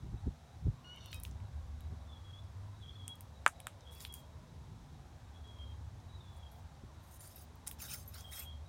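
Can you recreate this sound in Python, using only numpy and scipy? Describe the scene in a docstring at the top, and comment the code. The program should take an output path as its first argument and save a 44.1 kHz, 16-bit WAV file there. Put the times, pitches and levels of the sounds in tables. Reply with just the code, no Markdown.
"""Puffs of wind buffet the microphone over a distant traffic rumble; soon a fowl calls far off and a small bird warbles.
Nearby, a young goat in a fenced yard shuffles with a small iron wheel caught on its leg.
The wheel scrapes dry ground and rings thinly, hooves and twigs tick, and there is one hard knock.
Shaped noise makes wind, traffic and grit; gliding tones make the animals; short pushes ring the iron and the knocks."""
import sys
import numpy as np
from scipy import signal
from scipy.fft import rfft, irfft
from scipy.io import wavfile
from scipy.ndimage import uniform_filter1d

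SR = 44100
rng = np.random.default_rng(int(sys.argv[2]) if len(sys.argv) > 2 else 0)


def ratio(d):
    """dB to gain"""
    e = np.asarray(d, float) / 20
    return 10 ** e


def output_pcm(signal):
    """Save a mono or channel-first signal as 16-bit PCM at the path in sys.argv[1].

    Samples are clipped to [-1, 1] before scaling.
    """
    pcm = np.clip(np.atleast_2d(signal).T, -1, 1) * 32767
    wavfile.write(sys.argv[1], SR, np.round(pcm).astype(np.int16))


N = 382788
TIME = np.arange(N) / SR

# Wheel dragged on the ground: start_s, rise_s, hold_s, level_db, crunch_db (against the hiss), ringing_share (0-1)
WHEEL_DRAGS = [(1.109, 0.022, 0.029, -62.5, -4, 0.3), (1.226, 0.012, 0.041, -65, -4, 0.52),
               (3.912, .01, 0.083, -66, -2, 0.67), (3.996, 0.0065, 0.058, -58, -6, 1),
               (4.136, 0.0025, 0.012, -55, -30, 1), (4.151, 0.009, 0.044, -68, -20, 0.7),
               (6.3, 0.068, 0.0116, -76, -23, 0.3), (6.504, 0.011, 0.084, -73, -23, 0.28),
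               (7.002, 0.14, 0.0167, -63.5, -30, 0.87), (7.203, 0.0041, 0.14, -58.5, -13.5, 1),
               (7.358, 0.006, 0.064, -59.5, -9.5, 0.6), (7.664, 0.0057, 0.0032, -49, -6.5, 0.29),
               (7.708, 0.0052, 0.0029, -58.5, -15, 0.93), (7.783, 0.014, 0.0108, -53.5, -3, 0.5),
               (7.812, 0.008, 0.047, -51, -6.5, 0.75), (7.873, 0.042, 0.03, -48, -2.5, 0.28),
               (7.945, 0.011, 0.066, -58, -11, 0.9), (8.054, 0.0077, 0.062, -66.5, -24, 0.45),
               (8.122, 0.021, 0.024, -60.5, 0, 0.2), (8.154, 0.0306, 0.026, -56.5, -2, 0.5),
               (8.22, 0.02, 0.07, -71, -10, 0.3), (8.31, 0.018, 0.059, -49, -7.5, 0.73),
               (8.39, 0.003, 0.046, -52.5, -10, 1)]
# Ringing modes of the iron wheel, lowest rim mode first: pitch_hz, width_hz, level_db (relative)
WHEEL_MODES = [(3800, 29, 5), (4820, 46, 6), (6340, 13, 2), (7365, 26, 3), (7050, 25, -15.5), (8900, 40, 6),
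               (9100, 85, -6), (9510, 38, 12), (9700, 63, 6), (10930, 26.4, 8), (11400, 21, -3),
               (11400, 65, -2), (11900, 26, 13), (13100, 50, 11), (14100, 50, -16), (14300, 67, 3.5),
               (15100, 60, -3)]
# Stones chinking on the iron: start_s, level_db, centre_hz (of the modes struck)
STONE_CHINKS = [(4.1395, -48.5, 13000), (6.3669, -65, 8970), (6.515, -65.5, 11300), (7.195, -53, 9700),
                (7.358, -51.5, 13100), (7.358, -55, 11400), (7.8005, -51, 7050), (7.8199, -47.5, 6463),
                (8.0765, -47, 11840), (8.33, -58, 9510), (8.331, -46, 3800), (8.33, -55, 10930),
                (8.3935, -49, 11900), (8.425, -48, 13100)]
# Twigs and grit snapping: start_s, level_db, pitch_hz, tap_db (against the click)
TWIG_SNAPS = [(0.961, -42.5, 10100, -20), (1.043, -50, 9000, -25), (1.0597, -33, 11300, -8),
              (1.118, -38, 11100, -25), (1.1296, -35, 5600, 8), (1.1445, -29, 8660, -35),
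              (1.2, -31.5, 11500, -35), (1.2353, -24, 11200, -31), (1.251, -31.5, 7170, -0.5),
              (1.3117, -40, 6180, -25), (1.402, -47, 2010, -30), (1.8066, -38, 11800, -13),
              (3.0798, -23.5, 9050, -14), (3.1552, -39, 11200, -23), (3.2082, -27.5, 11700, -37),
              (3.4631, -17.5, 7740, -29), (3.478, -17, 8400, -13), (3.6025, -31.5, 9600, -6),
              (3.669, -29, 2490, -36), (3.6693, -22.5, 8800, -6), (3.808, -43, 5540, -28),
              (3.9114, -46, 7910, -30), (3.951, -38, 12030, -22.5), (4.0054, -30.5, 6900, -35),
              (4.0258, -31.5, 8300, -27), (4.0502, -29.5, 9310, 5.5), (4.126, -34, 11100, -30),
              (4.14, -25, 10500, -23), (5.4778, -51, 5920, -27), (6.0026, -53, 5400, -20),
              (7.276, -35, 9430, -14), (7.5558, -44, 14470, -30), (7.6739, -17, 11300, -29),
              (7.6786, -20, 8250, -36), (7.713, -24, 12500, -12), (7.801, -43, 5000, -13.5),
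              (7.938, -31, 9000, -6.5), (7.942, -30.5, 8000, -9), (8.1432, -35, 7960, -18),
              (8.208, -38, 6000, -25), (8.318, -37, 11000, -20)]
# Hard hollow knocks: start_s, level_db
HARD_KNOCKS = [(3.463, -18), (3.669, -41)]
# Resonances of the small hollow: pitch_hz, width_hz, level_db (relative)
HOLLOW_MODES = [(800, 1500, -22), (1345, 330, 3), (1550, 590, 1.5), (2226, 190, -13.5)]
# Small bird, one row a note or part of a note:
# start_s, length_s, pitch_hz (at the start), glide_hz, level_db, trill_swing_hz
BIRD_SONG = [(2.075, 0.1, 3574, -250, -64.5, 57), (2.243, 0.066, 3340, -43.5, -61.5, 12),
             (2.328, 0.066, 3268, 188.5, -59.5, 29), (2.41, 0.063, 3380, 0.5, -75.5, 18.4),
             (2.807, 0.0179, 3563, -150, -65, 11.6), (2.826, 0.087, 3307, 20, -58.5, 64),
             (2.912, 0.019, 3390, 162.5, -67.5, 8.3), (2.933, .014, 4230, 64, -69.5, 10),
             (2.954, 0.116, 3396, -110, -58, 31), (3.086, 0.044, 3317, -6, -50.5, 13),
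             (3.143, 0.084, 3320, 3.5, -76, 12), (3.81, 0.037, 3690, -100, -72, 19),
             (3.85, 0.055, 3275, 112, -63, 72), (3.911, 0.23, 3366, 2.5, -63, 29),
             (4.094, 0.058, 3317, -39.5, -54, 8), (4.147, 0.059, 3270, 0, -63, 4.5),
             (5.26, 0.026, 3800, -61.5, -71, 18), (5.335, 0.054, 3346, 3.5, -69.5, 60.6),
             (5.44, 0.14, 3320, -30, -63, 20), (5.586, 0.055, 3230, -9, -57, 21),
             (5.66, 0.067, 3220, -3.5, -66, 21), (6.083, 0.037, 3930, -150, -70.5, 25),
             (6.124, 0.047, 3920, -60, -67.5, 51), (6.197, 0.11, 3600, -170, -68.5, 54),
             (6.322, 0.09, 3410, -38, -68, 36.3), (6.425, 0.05, 3280, 3, -62, 45),
             (6.49, 0.086, 3308, 0, -77, 24), (8.18, 0.047, 3280, 72, -64, 50),
             (8.24, 0.067, 3280, -110, -60, 46), (8.334, 0.056, 3300, -70.5, -58, 18),
             (8.383, 0.052, 3374, -31, -58, 10), (8.453, 0.046, 3237, 32.5, -54.5, 8),
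             (8.498, 0.014, 3286, 91, -58.5, 8), (8.523, 0.0524, 3220, 6, -66.5, 10)]
# Far fowl, one row a stretch of call; the long second note takes two rows:
# start_s, length_s, pitch_hz (second harmonic), glide_hz, level_db, upper_lift_db
FOWL_CALL = [(0.844, 0.0926, 2867, 67, -57, -7), (0.939, 0.059, 2940, -1, -63, -3.5),
             (1.003, 0.1086, 2930, -37, -65.5, 6.5), (1.125, 0.06, 2540, -12, -61.5, 4.5)]
# How hoarse each stretch is: hoarseness (0-1)
FOWL_HOARSENESS = [.15, 1, 1, .25]
# Fixed resonances of the fowl's throat: pitch_hz, level_db
THROAT_CURVE = [(1400, -13.5), (2150, -9), (2550, 5), (2900, 0.5), (3600, -3), (3850, -11), (4350, -9),
                (5100, -17), (5800, -12), (6600, -23)]
# Wind on the microphone: centre_s, level_db, length_s (each layer scales it)
WIND_PUFFS = [(0.051, -46, 0.14), (0.141, -39, 0.052), (0.275, -29, 0.035), (0.564, -54.5, 0.053),
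              (0.674, -27.5, 0.048), (1.176, -59, 0.0091), (1.923, -43, 0.07), (4.73, -55, 0.098),
              (6.839, -40, 0.018)]
# Far engines: time_s, lower_drone_db, upper_drone_db
ENGINE_LEVELS = [(0, -65, -64), (0.9, -60, -72), (1.14, -49, -50), (1.9, -44, -57.5), (2.15, -52, -56),
                 (2.55, -57, -47.5), (3.5, -57.5, -61), (5.15, -54.5, -63), (5.9, -49, -50),
                 (7.25, -57.5, -64.5), (8.68, -50.5, -60)]
# Weaker drones: pitch_hz, level_db
WEAK_HUMS = [(150, -72.5), (195, -79), (241, -74)]
# Tone colour of the distant traffic and air: pitch_hz, level_db (relative, per Hz)
YARD_SPECTRUM = [(82, -20), (140, -4), (212, -20.5), (286, -15.5), (349, -17.5), (508, -16.5), (539, -14.5),
                 (684, -13), (900, -13), (1400, -20.5), (2910, -29), (3480, -25.5), (4770, -30),
                 (5820, -29), (16000, -45.5)]

# Envelopes: level at the start of the rise (dB), sag while held (dB per s), fall afterwards (dB per s)
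DRAG_SHAPE = (-15, 35, 520)
BIRD_SHAPE, BIRD_RISE_S = (-4, 11, 1100), 0.0111
FOWL_SHAPE, FOWL_RISE_S = (-3, 4.2, 390), 0.013

# Scrape: how unevenly grit arrives, how far each narrow band flares alone, slope of the crunch
GRIT_SWING_DB, PATCH_DB, CRUNCH_TILT_DB_PER_KHZ = 2, 3, 0.5
# How far each resonance comes and goes, and its pitch wander (fraction), as the contact point moves
MODE_SWING_DB, MODE_DRIFT = 4.5, 0.004
# Low mode of the rim, heard with the crunch; its level is against the crunch
RIM_HZ, RIM_WIDTH_HZ, RIM_DB = 3800, 70, -13
# Stone contact time, and how far in octaves one stone reaches among the modes
CHINK_PUSH_SAMPLES, CHINK_OCTAVES = 60, 0.067
# Rise of a snap in cycles of its own pitch, and pitch of the duller tap under every snap
CLICK_CYCLES, TAP_HZ = 0.55, 3300
# Bird: level dip and fast level flutter, both for 100 Hz of trill swing; echo level per sample of scatter
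TRILL_DIP_DB, BIRD_RASP_DB, BIRD_ECHO_DB = 1, 7, -35
# Fowl: strength of half-way lines when fully hoarse, flicker of each partial, share kept clear of fast flutter
HALF_LINES, PARTIAL_SWING_DB, RASP_KEEPS = 0.55, 3, 0.4
# The bass of each puff lingers this many lengths, this much weaker
PUFF_SKIRT, SKIRT_DB = 2.67, -12


def scrape():
    """Rubbing over grit and leaf litter gives a patchy crackle, a duller crunch, and iron modes that come and go."""
    sizes = ratio(1.2 * rng.exponential(size=(2, N))) * rng.standard_normal((2, N))
    hits = rng.random((2, N)) < np.array([[9000.0], [6000.0]]) / SR  # average hits per second
    fine, coarse = sizes * hits * ratio(GRIT_SWING_DB * np.array([walk(90), walk(60)]))

    crackle = patches(fine, 4930.0, 860.0, 0, 12)
    rise_db = np.interp(np.arange(N // 2 + 1) * SR / N, [5000, 9000], [-8, 0])
    crackle = unit(irfft(rfft(crackle) * ratio(rise_db), N))

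    crunch = unit(patches(coarse, 1270.0, 503.0, CRUNCH_TILT_DB_PER_KHZ, 8))
    crunch += ratio(RIM_DB + MODE_SWING_DB * walk(25)) * loose_ring(coarse, RIM_HZ, RIM_WIDTH_HZ)

    # many weaker modes at random pitches fill in the ringing
    minor = [(hz, 90.0, 2) for hz in rng.uniform(6500, 15800, 16)]
    iron = np.zeros(N)
    for hz, width_hz, db in WHEEL_MODES[1:] + minor:
        iron += ratio(db + MODE_SWING_DB * walk(22)) * loose_ring(fine, hz, width_hz)
    iron = unit(iron)

    out = np.zeros(N)
    for start, rise, hold, db, crunch_db, share in WHEEL_DRAGS:
        share = np.clip(share, 0, 1)
        now = near(start, rise + hold)
        mix = np.sqrt(1 - share) * crackle[now] + np.sqrt(share) * iron[now]
        mix += ratio(crunch_db) * crunch[now]
        out[now] += ratio(db) * envelope(TIME[now] - start, rise, hold, DRAG_SHAPE) * mix
    return out


def patches(grit, low_hz, step_hz, tilt_db, count):
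    """Grit split into overlapping narrow bands that flare separately; the tilt is in dB per kHz."""
    out = np.zeros(N)
    for hz in low_hz + step_hz * np.arange(count):
        out += ratio(tilt_db * hz / 1000 + PATCH_DB * walk(70)) * band(grit, hz, hz + 1.2 * step_hz)
    return out


def chinks():
    """Each small stone rings the wheel modes whose pitch lies near the centre of its strike."""
    start, db, centre = np.transpose(STONE_CHINKS)
    n = np.arange(CHINK_PUSH_SAMPLES)
    out = np.zeros(N)
    for hz, width_hz, _ in WHEEL_MODES:
        reach = np.exp(-(np.log2(hz / centre) / CHINK_OCTAVES) ** 2)
        # a soft push at the mode's own pitch
        push = np.hanning(len(n)) * np.cos(2 * np.pi * hz * n / SR) * 4 / len(n)
        strikes = np.convolve(blows(start, ratio(db) * reach), push)[:N]
        out += ring(strikes, hz, width_hz)
    return out


def ticks():
    """A snap is a very short click at its own pitch and a lower tap, then debris and a smeared fence return."""
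    out, t = np.zeros(N), np.arange(SR // 16) / SR
    after = ratio(-27.5) * np.exp(-t / 0.00088)  # debris at once
    after += ratio(-65.0) * np.exp(-((t - 0.013) / 0.0053) ** 2)  # return about 13 ms later
    after += ratio(-50.5) * np.exp(-t / 0.023)  # longer tail
    tap = t / 0.0003 * np.exp(1 - t / 0.00015) * np.sin(2 * np.pi * TAP_HZ * t)
    for start, db, hz, tap_db in TWIG_SNAPS:
        age = t * hz / CLICK_CYCLES  # 1 when the click is strongest
        click = age * np.exp(1 - age) / 2 * np.sin(2 * np.pi * hz * t)
        snap = click + ratio(tap_db) * tap
        debris = ratio(15.0) * after * rng.standard_normal(len(t))
        i = int(start * SR)
        out[i:i + len(t)] += ratio(db) * (snap + signal.fftconvolve(snap, debris)[:len(t)])
    return band(out, 1500.0, 20000.0)


def knocks():
    """A short push and rebound ring a small damped hollow; ground and fence return it."""
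    start, db = np.transpose(HARD_KNOCKS)
    # the push comes 0.6 ms after the table time, the stronger rebound 0.06 ms later
    push = blows(start + 0.0006, ratio(db - 3.5)) - blows(start + 0.00066, ratio(db))
    push = uniform_filter1d(push, size=8)
    body = sum(ratio(db + 12.0) * ring(push, hz, width_hz) for hz, width_hz, db in HOLLOW_MODES)
    body = band(body, 570.0, 7450.0)
    t = np.arange(SR // 8) / SR
    returns = rng.standard_normal(len(t)) * ratio(-35.5) * np.exp(-t / 0.011) * (t > 0.004)
    return body + signal.fftconvolve(body, returns)[:N]


def bird():
    """A near sine glides through each part of the song, with some trills; leaves and fences smear it."""
    turn = 2 * np.pi * np.cumsum(44.0 + 6 * walk(17)) / SR  # trill near 44 Hz
    trill, throb = np.sin(turn) + 0.405 * walk(90), np.cos(turn)
    flutter, rasp = ratio(1.6 * walk(60)), walk(350)
    pitch, gain = np.zeros(N), np.zeros(N)
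    for start, length, start_hz, change_hz, db, swing_hz in BIRD_SONG:
        now = near(start, length)
        t = TIME[now] - start
        pitch[now] = glide(t, length, start_hz, change_hz) + swing_hz * trill[now]
        wobble_db = swing_hz / 100 * (TRILL_DIP_DB * (throb[now] - 1.0) + BIRD_RASP_DB * rasp[now])
        gain[now] = ratio(db + wobble_db) * envelope(t, BIRD_RISE_S, length - BIRD_RISE_S, BIRD_SHAPE)
    song = np.sqrt(2) * gain * np.sin(2 * np.pi * np.cumsum(pitch) / SR)
    t = np.arange(SR // 3) / SR
    scatter = rng.standard_normal(len(t)) * np.exp(-np.log(1000) * t / 0.22)  # falls 60 dB in 0.22 s
    return song * flutter + ratio(BIRD_ECHO_DB) * signal.fftconvolve(song, scatter)[:N]


def fowl():
    """Harmonics pass through throat resonances; hoarseness blurs and chops them and adds half-way lines."""
    throat_hz, throat_db = np.transpose(THROAT_CURVE)
    chop = np.sin(2 * np.pi * np.cumsum(29.0 + 8 * walk(20)) / SR)
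    jitter = walk(300)
    # partials are counted in halves of the voice pitch, so odd ones lie half-way between harmonics
    flicker = {k: PARTIAL_SWING_DB * walk(25.0) for k in range(2, 10)}
    # the third harmonic (k = 6) stays clear
    rasp = {k: RASP_KEEPS + walk(400) if k != 6 else np.ones(N) for k in flicker}
    call = np.zeros(N)
    for (start, length, hz, change_hz, db, lift_db), hoarse in zip(FOWL_CALL, FOWL_HOARSENESS):
        now = near(start, length)
        t = TIME[now] - start
        half = glide(t, length, hz, change_hz) / 4 * (1 + 0.0074 * hoarse * jitter[now])
        phase = 2 * np.pi * np.cumsum(half) / SR
        stack = np.zeros(len(t))
        for k in flicker:
            partial_db = np.interp(k * half, throat_hz, throat_db) + flicker[k][now] + lift_db * (k > 4)
            roughness = 1 + hoarse * (rasp[k][now] - 1)
            strength = HALF_LINES * np.sqrt(hoarse) if k % 2 else 1
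            stack += ratio(partial_db) * roughness * strength * np.sin(k * phase)
        gain = np.sqrt(2) * ratio(db + 1.4 * hoarse * chop[now])
        call[now] += gain * envelope(t, FOWL_RISE_S, length - FOWL_RISE_S, FOWL_SHAPE) * stack
    return call


def wind():
    """Short pushes of low turbulent pressure; the higher part lives only in the core of each puff."""
    low = unit(band(rng.standard_normal(N), 38.6, 133.0, order=3))
    high = ratio(-14.0) * unit(band(rng.standard_normal(N), 190.0, 400.0, order=4))
    return low * (puffs(0.66) + ratio(SKIRT_DB) * puffs(PUFF_SKIRT)) + high * puffs(0.438)


def puffs(stretch):
    """Smooth swell and fall of every puff, with its length multiplied by stretch."""
    return sum(ratio(db) * np.exp(-(2 * (TIME - centre) / length / stretch) ** 2)
               for centre, db, length in WIND_PUFFS)


def rumble():
    """Far engines: two narrow drones and weaker hums, all wavering, over broad low noise."""
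    out = ratio(-60.5 + 3.8 * walk(2.58)) * unit(band(rng.standard_normal(N), 42.0, 145.0))
    for column, hz in ((1, 73.4), (2, 97.1)):
        drone = unit(ring(rng.standard_normal(N), hz, 7.8))
        out += ratio(curve(ENGINE_LEVELS, column, -60.0)) * drone
    for hz, db in WEAK_HUMS:
        out += ratio(db + 2.1 * walk(2.4)) * unit(ring(rng.standard_normal(N), hz, 4.6))
    return out


def far_band():
    """Noise through two equal resonators makes a faint thin line that flickers under everything."""
    hz, width_hz = 3870.0, 120
    line = ring(ring(rng.standard_normal(N), hz, width_hz), hz, width_hz)
    return ratio(-83.5 + 3.8 * walk(25)) * unit(line)


def yard():
    """Steady far noise; below 2 kHz each sixth of an octave swells alone, the treble stays smooth."""
    hz, db = np.transpose(YARD_SPECTRUM)
    f = np.maximum(np.arange(N // 2 + 1) * SR / N, 1)
    spectrum = rfft(rng.standard_normal(N)) * ratio(np.interp(np.log(f), np.log(hz), db))
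    sixth = np.minimum(6 * np.log2(f / 125), 24)  # steps above 125 Hz; 24 is 2 kHz and up
    out = np.zeros(N)
    for k in range(-6, 25):
        part = irfft(spectrum * np.clip(1 - abs(sixth - k), 0, 1), N)
        swell_db = np.interp(k, [10, 18, 24], (3, 2.6, 0))  # at about 400 Hz, 1 kHz and 2 kHz
        out += part * ratio(swell_db * walk(6))
    return ratio(-62.5) * unit(out)


def envelope(t, rise, hold, shape):
    """Gain t seconds into an event: a rise, a sagging hold, then a steady fall in dB."""
    first_db, sag, fall = shape
    db = first_db * np.clip(1 - t / rise, 0, 1)
    db = db - sag * np.clip(t - rise, 0, hold) - fall * np.maximum(t - rise - hold, 0)
    return ratio(db) * np.clip(t / 0.001, 0, 1)  # 1 ms fade-in


def glide(t, length, hz, change_hz):
    """Pitch that slides evenly over the given length."""
    return hz + change_hz * np.clip(t / length, 0, 1)


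def near(start, length):
    """The samples of one event and 0.3 s of tail."""
    return slice(int(start * SR), int((start + length + 0.3) * SR))


def ring(x, hz, width_hz):
    """One mode: a decaying sine for each push; a wider mode dies faster."""
    r, w = np.exp(-np.pi * width_hz / SR), 2 * np.pi * hz / SR
    return signal.lfilter([0, np.sin(w)], [1, -2 * r * np.cos(w), r * r], x)


def loose_ring(x, hz, width_hz):
    """One mode whose pitch wanders a little, scaled to rms 1."""
    turn = np.exp(2j * np.pi * np.cumsum(hz * (1 + MODE_DRIFT * walk(12))) / SR)
    # shift the mode down to 0 Hz, let it decay there, then shift it back
    slow = signal.lfilter([1], [1, -np.exp(-np.pi * width_hz / SR)], x / turn)
    return unit((slow * turn).imag)


def blows(times, gains):
    """One-sample pushes."""
    x = np.zeros(N)
    np.add.at(x, (np.asarray(times) * SR).astype(int), gains)
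    return x


def band(x, lo_hz, hi_hz, order=2):
    """Band-pass filter."""
    edges = [lo_hz, min(hi_hz, 0.45 * SR)]
    return signal.sosfilt(signal.butter(order, edges, "bandpass", fs=SR, output="sos"), x)


def walk(rate):
    """Random levels held 1 / rate s and smoothed twice; rms 1."""
    k = max(int(SR / rate), 2)
    held = np.repeat(rng.standard_normal(N // k + 1), k)
    return unit(uniform_filter1d(uniform_filter1d(held, k), k)[:N])


def unit(x):
    """Scaled to rms 1."""
    return x / np.sqrt(np.mean(x ** 2))


def curve(rows, column, outside):
    """One column of a table at every sample, with a fixed value outside its times."""
    rows = np.array(rows, float)
    return np.interp(TIME, rows[:, 0], rows[:, column], outside, outside)


def scene():
    """All sources as heard at one microphone."""
    nearby = scrape() + chinks() + ticks() + knocks()
    animals = bird() + fowl()
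    background = wind() + rumble() + far_band() + yard()
    return (nearby + animals + background)[None]


def top_cut(x):
    """Nothing passes above the cut-off."""
    return signal.sosfilt(signal.butter(12, 16660, fs=SR, output="sos"), x)


def record(dry):
    """The microphone rolls off the deepest bass; a steep low-pass leaves nothing above about 16 kHz."""
    x = signal.sosfilt(signal.butter(2, 48.0, "highpass", fs=SR, output="sos"), dry)
    x = signal.sosfilt(signal.ellip(8, 0.2, 60, 16000, fs=SR, output="sos"), x)
    return top_cut(x)


dry = scene()
out = record(dry)
output_pcm(out)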